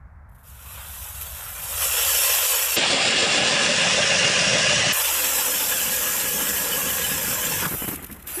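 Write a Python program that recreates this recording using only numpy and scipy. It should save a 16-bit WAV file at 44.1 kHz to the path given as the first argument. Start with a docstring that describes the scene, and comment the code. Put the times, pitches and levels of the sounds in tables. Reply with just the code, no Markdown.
"""A light wind rumbles on the microphone at a frozen lake; ice crumbs crunch, and a cordless drill
starts turning an ice auger. The blades skim the snow, bite, and shave chips that ring the steel and
spray out; the tone darkens as the hole deepens. We listen from the shore side, and for two seconds
from the handles, where the frame drones with each turn. The blades squeak on the wall, the auger
breaks through, churns slush and stops, and the drill whines up again."""
import sys
import numpy as np
from scipy import signal
from scipy.fft import irfft
from scipy.io import wavfile
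from scipy.ndimage import uniform_filter1d, map_coordinates

SR = 44100
rng = np.random.default_rng(int(sys.argv[2]) if len(sys.argv) > 2 else 0)


def dump_mix(stems):
    """Bounce the given channels to the path in sys.argv[1] as a 16-bit WAV at rate SR."""
    frames = np.atleast_2d(stems).T  # one column per channel
    limited = np.clip(frames, -1, 1)  # hard clip at full scale
    pcm = np.round(limited * 32767).astype(np.int16)
    wavfile.write(sys.argv[1], SR, pcm)


N = 370440
TIME = np.arange(N) / SR
HZ = np.fft.rfftfreq(8192, 1 / SR)

CLOSE_FROM_S, CLOSE_TO_S = 2.764, 4.927  # microphone at the handles
SHUDDER_S, THROUGH_S = 5.12, 7.67  # the shudder carries to the shore; the auger breaks through
DRONE_BELOW_HZ, DRONE_THROB_DB = 727, 2.5  # the low ringing throbs with each turn
SWAY_LAG_RAD = 1.0  # pitch swings lag behind the hardest bite

# Shavings and snow hissing off the flights while the blades run free:
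# (frequency [Hz], skimming the snow [dB], through the ice [dB])
FREE_HISS = [(350, -16, -5), (520, -4, -4.5), (850, 0.5, -4), (1400, 4, -1.5), (2040, -6, -5),
             (2580, -1, -1.5), (3820, -5.5, -11.5), (4500, -11.5, -14.5), (5600, -11, -10),
             (7850, -4.5, -5), (9523, -2.5, -3), (10500, 0.5, 2), (13500, 3.5, 6.5), (14600, -7.5, -1.5)]
# The auger spinning in the open hole: (start [s], end [s], grinding [dB], spray [dB], swell [dB/s])
FREE_SPINS = [(7.674, 7.956, -40.5, -30.5, -13), (8.269, 8.42, -40, -32.5, 25)]


def amp(db):
    """Decibels to gain."""
    return 10 ** (np.asarray(db) / 20)


def unit_power(x):
    """Scale to an RMS of one."""
    return x / np.sqrt(np.mean(x ** 2) + 1e-20)


def levels(rows):
    """One gain curve for each dB column of a table that starts with time."""
    times, *columns = np.transpose(rows)
    return [amp(np.interp(TIME, times, db)) for db in columns]


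def spectrum(rows, column=1):
    """A column of dB joined on a log-frequency axis."""
    rows = np.array(rows)
    return np.interp(np.log(HZ + 1), np.log(rows[:, 0]), rows[:, column])


def band(lo_hz, hi_hz):
    """A pass band with steep skirts, in dB."""
    return -10 * np.log10((1 + (lo_hz / (HZ + 1)) ** 12) * (1 + (HZ / hi_hz) ** 16))


def colour(x, db):
    """Minimum-phase filter with the given spectrum; the result has unit power."""
    log_gain = np.log(amp(np.maximum(db, db.max() - 90)))
    mirrored = np.r_[log_gain, log_gain[-2:0:-1]]
    taps = np.fft.ifft(np.exp(np.conj(signal.hilbert(mirrored)))).real
    return unit_power(signal.oaconvolve(x, taps[:len(HZ)])[:len(x)])


def wander(rate_hz):
    """Random drift of unit power, mostly slower than rate_hz."""
    hz = np.fft.rfftfreq(N, 1 / SR)
    noise = rng.standard_normal(2 * len(hz)).view(complex)
    return unit_power(irfft(noise * hz / (hz + 4) / (1 + (hz / rate_hz) ** 2), N))


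def during(start, end):
    """A gate with 8 ms edges."""
    return np.clip(np.minimum(TIME - start, end - TIME) / .008 + .5, 0, 1)


def swell(peak_s, width_s):
    """A smooth rise and fall around one moment."""
    return np.exp(-((TIME - peak_s) / width_s) ** 2)


def burst(start, db, length):
    """A quick swell that dies away."""
    age = np.arange(0, 2, 1 / (length * SR))
    shape = amp(db) * np.tanh(7 * age) * np.exp(-age ** 3)
    return np.r_[np.zeros(round(start * SR)), shape, np.zeros(N)][:N]


def resonate(x, hz, width_hz):
    """A steep-sided resonance that follows the curve hz; unit power."""
    carrier = np.exp(2j * np.pi * np.cumsum(hz) / SR)
    pole = np.exp(-np.pi * width_hz / SR)
    envelope = signal.lfilter([1], [1, -2 * pole, pole * pole], x / carrier)
    return unit_power((carrier * envelope).real)


def flicker(x, patch_db):
    """Narrow patches of the spectrum swell and fade every few hundredths of a second."""
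    frames = signal.stft(x, nperseg=1024, noverlap=768)[2]
    patches = uniform_filter1d(rng.standard_normal(frames.shape), size=3, axis=0)
    patches = unit_power(uniform_filter1d(patches, size=9, axis=1))
    depth_db = np.interp(np.linspace(0, HZ[-1], len(frames)), HZ, patch_db + 0 * HZ)[:, None]
    gain = amp(depth_db * patches - depth_db ** 2 * np.log(10) / 20)  # holds the mean power
    return signal.istft(frames * gain, nperseg=1024, noverlap=768)[1][:N]


def chips(per_s, spread_db):
    """Tiny fractures at random moments, a few of them large."""
    size = amp(spread_db * np.minimum(rng.exponential(1, N), 4))
    return unit_power(size * rng.standard_normal(N) * (rng.random(N) < per_s / SR))


def crackle(hz, width_hz):
    """Fractures heard through one gliding resonance."""
    return resonate(chips(6000, 0.93), hz, width_hz)


def turn_angle():
    """Angle of the steadily turning auger, zero where the blades bite hardest."""
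    hardest_s, turn_s = 2.81, 0.1462
    return 2 * np.pi * (TIME - hardest_s) / turn_s


def wind():
    """Lumpy rumble on the microphone and a faint rush in the trees."""
    # Wind strength in the two stretches on the shore side: (time [s], relative level [dB])
    stretches = [
        [(0.05, -44), (0.08, -46), (1.75, -42.5), (2.7, -54)],
        [(5.0, -50), (5.12, -51), (7.3, -49), (7.8, -45.5), (8.35, -50)],
    ]
    # Spectrum of the buffeting on the microphone: (frequency [Hz], level [dB])
    rumble_colour = [(15, -25), (30, -14), (48, -4), (64, 3.5), (85, 0), (120, -11), (190, -18), (250, -29),
                     (400, -42), (900, -88)]
    # Spectrum of the air in the trees: (frequency [Hz], level [dB])
    trees_colour = [(100, 0), (350, -12), (600, -1), (900, 1.5), (1600, 0), (2200, -10), (3000, -33),
                    (12000, -36)]
    buffets = rng.standard_normal(N) * amp(1.6 * wander(12.35))
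    rumble = colour(buffets, spectrum(rumble_colour)) * levels(np.vstack(list(stretches)))[0]
    trees = colour(rng.standard_normal(N), spectrum(trees_colour))
    return amp(1.0) * rumble + amp(-57.5) * trees


def slush():
    """Wet lumps splash and boom in the hole's air column; crumbs rattle off the flights."""
    # Slush thrown about by the flights: (time [s], relative level [dB], length [s])
    sloshes = [(7.612, -29, 0.06), (7.709, -29, 0.022), (7.734, -31, .018), (7.818, -28.5, 0.018),
               (7.838, -30, 0.018), (7.875, -25.5, 0.026), (7.91, -33, 0.035), (7.984, -35, 0.02),
               (8.017, -36, 0.04), (8.093, -35.5, .025), (8.135, -45, .07), (8.235, -43, .04)]
    # Spectrum of the wet lumps: (frequency [Hz], level [dB])
    lump_colour = [(60, -26), (130, 2.5), (190, 2.5), (380, -2), (600, -11.5), (1100, -11), (2000, -11),
                   (4000, -43), (9000, -56)]
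    # Ice crumbs that crunch and scatter: (time [s], level [dB], length [s])
    crunches = [(.289, -63, .015), (.31, -65, 0.04), (.345, -59, .03), (0.375, -58, 0.06), (.43, -56, .03),
                (0.463, -49, 0.061), (1.209, -30.5, 0.028), (7.878, -26, 0.02), (7.957, -27.5, .008),
                (8.022, -38, 0.024), (8.043, -32, .008), (8.062, -38.5, .013), (8.111, -36.5, 0.01),
                (8.124, -34, 0.009), (8.14, -43, .013), (8.162, -43.5, .011), (8.223, -37, 0.007),
                (8.26, -47, .01), (8.272, -32, .007)]
    hole_hz = 185
    booms = sum(burst(start, db, length) * np.sin(2 * np.pi * hole_hz * (TIME - start))
                for start, db, length in sloshes)
    lumps = colour(chips(3500, 1.0), spectrum(lump_colour)) * sum(burst(*row) for row in sloshes)
    brightness_db = 2 * np.log2((HZ + 100) / 8000)
    crumbs = colour(chips(11000, 1.5), spectrum(FREE_HISS) + band(1800, 20000) + brightness_db)
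    return amp(-7) * booms + amp(-1.5) * lumps + crumbs * sum(burst(*row) for row in crunches)


def knocks():
    """Loose lumps of ice strike the flights with short dull blows."""
    # Lumps hitting the steel: (time [s], level [dB])
    strikes = [(7.667, -27), (7.738, -24), (7.748, -23.5), (7.821, -23), (7.842, -31), (7.89, -28)]
    # What each blow rings with: (frequency [Hz], level [dB], 60 dB decay time [s])
    modes = [(185, -1.5, .03), (400, -1, .014), (900, -7, .008)]
    t = np.arange(0, .1, 1 / SR)
    blow = sum(amp(db - 60 * t / t60) * np.sin(2 * np.pi * hz * t) for hz, db, t60 in modes)
    hits = np.zeros(N)
    for start, db in strikes:
        hits[round(start * SR)] = amp(db)
    return signal.oaconvolve(hits, blow)[:N]


def squeaks_and_gulps():
    """Short unsteady tones: blades rub the wall, the free auger rings, water gulps in the hole."""
    # Blade squeaks, about one a turn: (time [s], level [dB])
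    squeaks = [(6.412, -34), (6.564, -32), (6.721, -25.5), (6.883, -32), (7.037, -26), (7.443, -37)]
    # Gulps and a ring of steel: (time [s], level [dB], length [s], pitch [Hz], waver [Hz])
    gulps_and_ring = [(7.652, -31.5, .032, 155, 10), (7.785, -42.5, 0.12, 2990, 50),
                      (7.93, -35, .02, 290, 15), (8.371, -31, .03, 365, 20)]
    squeak_s, squeak_hz, squeak_waver_hz = 0.027, 3010, 44.3
    tones = [(start, db, squeak_s, squeak_hz, squeak_waver_hz) for start, db in squeaks]
    waver, out = wander(130), np.zeros(N)
    for start, db, length, hz, waver_hz in tones + gulps_and_ring:
        shape = burst(start, db, length)
        at = np.flatnonzero(shape)
        phase = 2 * np.pi * np.cumsum(hz + waver_hz * waver[at]) / SR
        out[at] += shape[at] * np.sqrt(2) * np.sin(phase)
    return out


def motor_spin_up():
    """The motor restarts: a brief, rough, rising whine with a weaker gear tone three octaves below."""
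    from_hz, top_hz, lag_s = 7250, 12000, 0.075
    elapsed = np.maximum(TIME - FREE_SPINS[1][0], 0)
    hz = top_hz + (from_hz - top_hz) * np.exp(-elapsed / lag_s)
    phase = 2 * np.pi * np.cumsum(hz * (1 + .014 * wander(500))) / SR
    gear = amp(-23) * np.sin(phase / 8)
    return amp(-28.5) * swell(peak_s=8.362, width_s=.028) * (np.sin(phase) + gear)


def air_column(depth_m, width_hz):
    """The hole is a quarter-wave pipe that booms lower as it deepens."""
    sound_m_per_s = 331
    return crackle(sound_m_per_s / depth_m / 4, width_hz)


def hole_from_shore():
    """At a distance the boom of the hole comes out slowly until the auger is through."""
    feed_m_per_s, growth_db_per_s = 0.11, 2.5
    elapsed = np.maximum(TIME - CLOSE_TO_S, 0)
    gain = amp(-48.5 + growth_db_per_s * elapsed) * during(SHUDDER_S, THROUGH_S)
    return gain * air_column(depth_m=0.24 + feed_m_per_s * elapsed, width_hz=127)


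def breakthrough():
    """The last skin of ice gives way in a short falling crunch."""
    give_s, give_hz, octaves_per_s = 7.65, 1390, 12
    hz = give_hz * 2 ** (-octaves_per_s * np.clip(TIME - give_s, -.1, .1))
    return amp(-30.5) * swell(give_s, width_s=0.034) * crackle(hz, width_hz=700)


def loaded_whine():
    """Under load, drill and auger hold tones that sag, swing with each turn and tremble."""
    # Tones under load: (start [s], end [s], pitch [Hz], sag [Hz/s], swing [Hz], waver [Hz],
    # level [dB], roughness [dB])
    tones = [(3.0, 4.95, 2785, 12, -26, 28, -37, 6), (3.3, 4.95, 560, 0, 26, 20, -37.5, 4),
             (5.0, 7.8, 514, 7, 8, 15, -45, 3.5), (5.6, 7.8, 1672, 10, 4, 12, -42, 2),
             (4.9, 7.75, 7364, 0, 8, 28, -39.5, 4)]
    out, swing = np.zeros(N), np.cos(turn_angle() - SWAY_LAG_RAD)
    for start, end, hz, sag_hz_per_s, swing_hz, waver_hz, db, rough_db in tones:
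        at = np.flatnonzero((TIME > start) & (TIME < end))
        pitch = hz - sag_hz_per_s * (TIME[at] - start) + swing_hz * swing[at] + waver_hz * wander(57)[at]
        tremble = amp(rough_db * np.tanh(wander(60)[at]))
        tone = np.sin(2 * np.pi * np.cumsum(pitch) / SR) * tremble
        out[at] += amp(db) * unit_power(tone) * signal.windows.tukey(len(at), .2)
    return out


def singing_steel():
    """Close up, the catching blades keep a few modes chattering; the low one throbs with the turns."""
    # Narrow modes of the loaded steel, silent unless the end follows the start:
    # (start [s], end [s], pitch [Hz], swing [Hz], width [Hz], level [dB], catches [1/s])
    modes = [(2.9, 4.92, 2778, -23, 70, -33.5, 110), (4.58, 4.95, 3000, -25, 70, -32, 220),
             (5.1, 4.95, 1675, 9, 46, -37.5, 400), (3.0, 4.92, 555, 30, 63, -39, 2000)]
    out, swing = np.zeros(N), np.cos(turn_angle() - SWAY_LAG_RAD)
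    throb = amp(DRONE_THROB_DB * np.cos(turn_angle()) * during(CLOSE_FROM_S, CLOSE_TO_S))
    for start, end, hz, swing_hz, width_hz, db, per_s in modes:
        at = np.flatnonzero((TIME > start) & (TIME < end))
        catches = rng.choice([-1, 1], len(at)) * (rng.random(len(at)) < per_s / SR)
        tone = resonate(catches, hz + swing_hz * swing[at], width_hz)
        if hz < DRONE_BELOW_HZ:
            tone *= throb[at]
        out[at] += amp(db) * tone * signal.windows.tukey(len(at), .2)
    return out


def ring_auger(fractures, shape, modes, passband, depth):
    """Fractures ring the auger, whose colour shifts as it sinks from depth 0 (shallow) to 1 (deep)."""
    shallow_db, deep_db = spectrum(shape, column=1), spectrum(shape, column=2)
    for hz, width_hz, shallow_peak_db, deep_peak_db in modes:
        peak = 1 / (1 + (2 * (HZ - hz) / width_hz) ** 2)
        shallow_db += shallow_peak_db * peak
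        deep_db += deep_peak_db * peak
    shallow = colour(fractures, shallow_db + passband)
    deep = colour(fractures, deep_db + passband)
    return (1 - depth) * shallow + depth * deep


def sway(x, share):
    """The pitch of a ringing swings by about this share, once in each turn of the auger."""
    speed = 1 + share * (np.cos(turn_angle() - SWAY_LAG_RAD) + .5 * wander(14.6))
    position = np.cumsum(speed - uniform_filter1d(speed, size=13000) + 1) - 1
    return map_coordinates(x, [position], order=3, mode="nearest")


def auger_at_handles():
    """Each turn throws a puff of shavings, then loads the blades so that the frame drones."""
    # Broad colour of the cutting, close up: (frequency [Hz], shallow hole [dB], deep hole [dB])
    shape = [(45.2, -31, -31), (106, -12, -11), (207, -9, -13.5), (347, -13.5, -18.5), (650, -19, -18),
             (960, -21.5, -18.5), (1430, -17, -15), (2300, -11, -12.5), (3460, -12.5, -12.5),
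             (4550, -12, -13.5), (5200, -13, -9), (6160, -20, -10), (8380, -20, -18.5), (10100, -31, -26)]
    # Resonances of auger, frame and hole, close up, and the valleys between them:
    # (frequency [Hz], width [Hz], shallow hole [dB], deep hole [dB])
    modes = [(177, 160, 0.5, 8), (570, 180, 10.5, 13), (780, 154, 14.5, 7.5), (1023, 42, 10.5, 7.4),
             (1230, 140, 7, 6), (1300, 100, -1, -4), (1690, 270, 5.5, 8.5), (1950, 80, -6, 2.5),
             (1996, 70, 0, 4.5), (2520, 54, 2.5, 7), (2796, 340, 6, 8.5), (3390, 260, 5, 2.5),
             (4700, 100, 1, 1.8), (5750, 150, 1.5, 2), (6230, 150, -3, -9), (7270, 460, 8, 0)]
    grind_sink_db_per_s, spray_growth_db_per_s = .5, 0.32
    feed_m_per_s, boom_rise_s = 0.15, 0.65
    angle, elapsed = turn_angle(), TIME.clip(CLOSE_FROM_S, CLOSE_TO_S) - CLOSE_FROM_S
    depth = np.clip((TIME - 3.2) / 0.7881, 0, 1)
    bite_db = DRONE_THROB_DB * (np.cos(angle) * (.5 + .4 * depth) - .25 * (1 - depth))
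    puff_db = 1.7 * (1 - depth) * np.cos(angle + 1.9)  # the puffs even out as the hole deepens
    shudder_gain = amp(-35.5 + 1.6 * wander(25))
    grind_gain = amp(-21 - grind_sink_db_per_s * elapsed)
    spray_gain = amp(-24.5 + spray_growth_db_per_s * elapsed + puff_db)
    shudder = ring_auger(chips(2000, 2.6), shape, modes, band(40, 433), depth)
    grind = ring_auger(chips(16000, 1.1) * amp(.5 * wander(50)), shape, modes, band(389, 3700), depth)
    shavings = chips(20000, 0.56) * amp(0.38 * wander(52))
    spray = ring_auger(shavings, shape, modes, band(3380, 12000), depth)
    drone = signal.sosfiltfilt(signal.butter(3, DRONE_BELOW_HZ, fs=SR, output="sos"), grind)
    grind = grind - drone + sway(drone, share=.04) * amp(bite_db + 1.1)
    cutting = shudder * shudder_gain + grind * grind_gain + spray * spray_gain
    boom_gain = amp(-38.5) * np.minimum(elapsed / boom_rise_s, 1)
    boom = boom_gain * air_column(depth_m=0.251 + feed_m_per_s * elapsed, width_hz=67)
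    dull_microphone = signal.firwin(301, 10300, window=("kaiser", 8), fs=SR)
    return signal.oaconvolve(flicker(cutting, patch_db=2.0) + boom, dull_microphone, "same")


def distant_ringing(fractures, passband):
    """The whole auger rings in solid ice; before and after, loose grains bring out only the regular comb of
    peaks above 3.6 kHz."""
    # Broad colour of the cutting, at a distance: (frequency [Hz], shallow hole [dB], deep hole [dB])
    shape = [(280, -30.5, -16), (438, -19, -14.5), (630, -11, -16.5), (1260, -14, -12.5),
             (2150, -11.5, -12.5), (3520, -13.5, -17.5), (3690, -15.5, -21.5), (4760, -9, -12),
             (5400, -9, -10), (8500, -5.5, -7), (9700, -7.5, -10.5), (10340, -4, -7), (13200, -2.5, -3.5),
             (14400, -7.5, -8)]
    # Peaks and valleys at a distance: resonances of auger, frame and hole lower down, and above 3.6 kHz a
    # regular comb of peaks and notches about 290 Hz apart: # (frequency [Hz], width [Hz], shallow hole [dB],
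    # deep hole [dB])
    modes = [(520, 154, 12.5, 12), (725, 100, -5, -4.5), (835, 172, 1.5, 5), (1035, 181, 5, 5),
             (1365, 151, 8, 1.7), (1672, 165, 4, 7.5), (1885, 210, 4.5, 2.5), (2135, 110, -4.5, 0),
             (2440, 236, 7, 5), (2702, 124, 11, 8), (2982, 165, 9.5, 9.5), (3290, 220, 9.5, 8.5),
             (3620, 185, 7.5, 6.5), (3720, 110, 3, 3), (3850, 100, -3.5, -4), (3990, 140, 4.5, 6),
             (4150, 90, -4, -3), (4270, 120, 3, 5), (4425, 120, -4, -6.5), (4570, 100, 2.5, 2),
             (4730, 90, -2.5, -2), (4880, 110, 3, 2), (5040, 100, -3, -1.5), (5480, 160, 7.5, 3.5),
             (5640, 100, -3.5, -2), (5800, 140, 4, 2), (6010, 150, 2, 4), (6200, 110, -2.5, -2),
             (6410, 120, 4, 3.5), (6570, 110, -4.5, -6.5), (6775, 110, 6, 5), (6890, 80, -3, -4),
             (7070, 130, 3.5, 4), (7230, 90, -4, -5), (7375, 120, 6, 7.5), (7720, 220, 4, 3),
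             (8030, 220, 2.5, 3.5)]
    high_comb = [mode for mode in modes if mode[0] > 3650]
    depth = np.clip((TIME - 4.4) / 2.3, 0, 1)
    biting = np.interp(TIME, [1.6, 2.0, 7.62, 7.72], [0.27, 1, 0.99, 0.1])
    in_ice = ring_auger(fractures, shape, modes, passband, depth)
    running_free = ring_auger(fractures, FREE_HISS, high_comb, passband, depth)
    return biting * in_ice + (1 - biting) * running_free


def distant_gains():
    """Relative gains of grinding, spray and shudder as the auger bites, sinks, spins free and drains."""
    # The blades skim the snow, then bite: (time [s], grinding [dB], spray of shavings [dB])
    bite = [(0.48, -58, -50), (0.58, -54, -49), (0.59, -53.5, -48.5), (0.74, -44, -39.5), (0.78, -42, -42),
            (0.94, -45, -38), (1.55, -42, -36), (1.76, -34.5, -28), (1.83, -29.5, -22), (1.92, -31, -23.5),
            (1.97, -28, -22.5), (2.21, -26.5, -19.5), (2.71, -28, -23.5), (2.72, -29.5, -23.5)]
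    start_s, ease_s, settle_s = 0.43, 0.046, 0.62
    spray_sink_db_per_s, shudder_growth_db_per_s, drain_fade_db_per_s = 1.42, 6, 25
    elapsed = np.maximum(TIME - CLOSE_TO_S, 0)
    deep = amp([-31 + 4.5 * np.exp(-elapsed / settle_s), -22.5 - spray_sink_db_per_s * elapsed])
    cutting = during(start_s, THROUGH_S) * np.clip((TIME - start_s) / ease_s, 0, 1)
    grind, spray = np.where(TIME < (CLOSE_FROM_S + CLOSE_TO_S) / 2, levels(bite), deep) * cutting
    shudder = amp(-37 + shudder_growth_db_per_s * (TIME - THROUGH_S)) * during(SHUDDER_S, THROUGH_S)
    for start, end, grind_db, spray_db, swell_db_per_s in FREE_SPINS:
        spin = during(start, end) * amp(swell_db_per_s * (TIME.clip(start, end) - (start + end) / 2))
        grind += amp(grind_db) * spin
        spray += amp(spray_db) * spin
        shudder += amp(-49) * spin
    # Between the two spins, slush drains off the flights.
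    stop, restart = FREE_SPINS[0][1], FREE_SPINS[1][0]
    drain_db = -drain_fade_db_per_s * np.maximum(TIME - stop, 0) + 1.7 * wander(22)
    drain = during(stop, restart) * amp(drain_db)
    return grind + amp(-49.5) * drain, spray + amp(-46) * drain, shudder + amp(-47) * drain


def auger_from_shore():
    """Grinding blades and a bright spray of shavings share the chatter of the cut; the frame shudders."""
    # Spectrum of the shuddering frame: (frequency [Hz], level [dB])
    shudder_colour = [(50, -20), (100, -6.5), (175, 0.5), (240, -1), (330, -2.5), (420, -15), (700, -36),
                      (2000, -57)]
    # How far the sound flickers: (frequency [Hz], depth [dB])
    flicker_depth = [(200, 4.8), (500, 1.8), (1000, 3.6), (1700, 2.6), (3000, 2.1), (4500, 4.4),
                     (6000, 2.6), (9000, 2.9), (14000, 2.2)]
    blade_hz, blade_db = 12.8, .3  # deep in the hole the two blades rasp in turn
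    grind_gain, spray_gain, shudder_gain = distant_gains()
    rasp_db = blade_db * np.cos(2 * np.pi * blade_hz * TIME) * (TIME > CLOSE_TO_S)
    chatter_db = 0.51 * wander(16) + rasp_db
    grind = distant_ringing(chips(10000, 0.53) * amp(chatter_db + 0.71 * wander(25)), band(355, 4040))
    spray = distant_ringing(chips(22000, 0.56) * amp(chatter_db + 0.13 * wander(90)), band(3900, 17300))
    shudder = colour(chips(900, 1.5) * amp(1.5 * wander(11)), spectrum(shudder_colour)) * shudder_gain
    mix = amp(0.36) * grind * grind_gain + amp(0.5) * spray * spray_gain + amp(-1.0) * shudder
    return flicker(mix, spectrum(flicker_depth))


def scene():
    """The listening point jumps from the shore side to the handles and back; both channels are alike."""
    close = uniform_filter1d(1. * ((TIME > CLOSE_FROM_S) & (TIME < CLOSE_TO_S)), size=500)
    shore = (auger_from_shore() + hole_from_shore() + breakthrough() + slush() + knocks()
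             + squeaks_and_gulps() + motor_spin_up() + wind())
    mono = (1 - close) * shore + close * auger_at_handles() + singing_steel() + loaded_whine()
    return np.array([mono, mono])


def record(dry):
    """The recorder passes nothing much above 14.7 kHz."""
    lowpass = signal.firwin(801, 14740, window=("kaiser", 9), fs=SR)
    return signal.oaconvolve(dry, lowpass[None], "same")


dry = scene()
out = record(dry)
dump_mix(out)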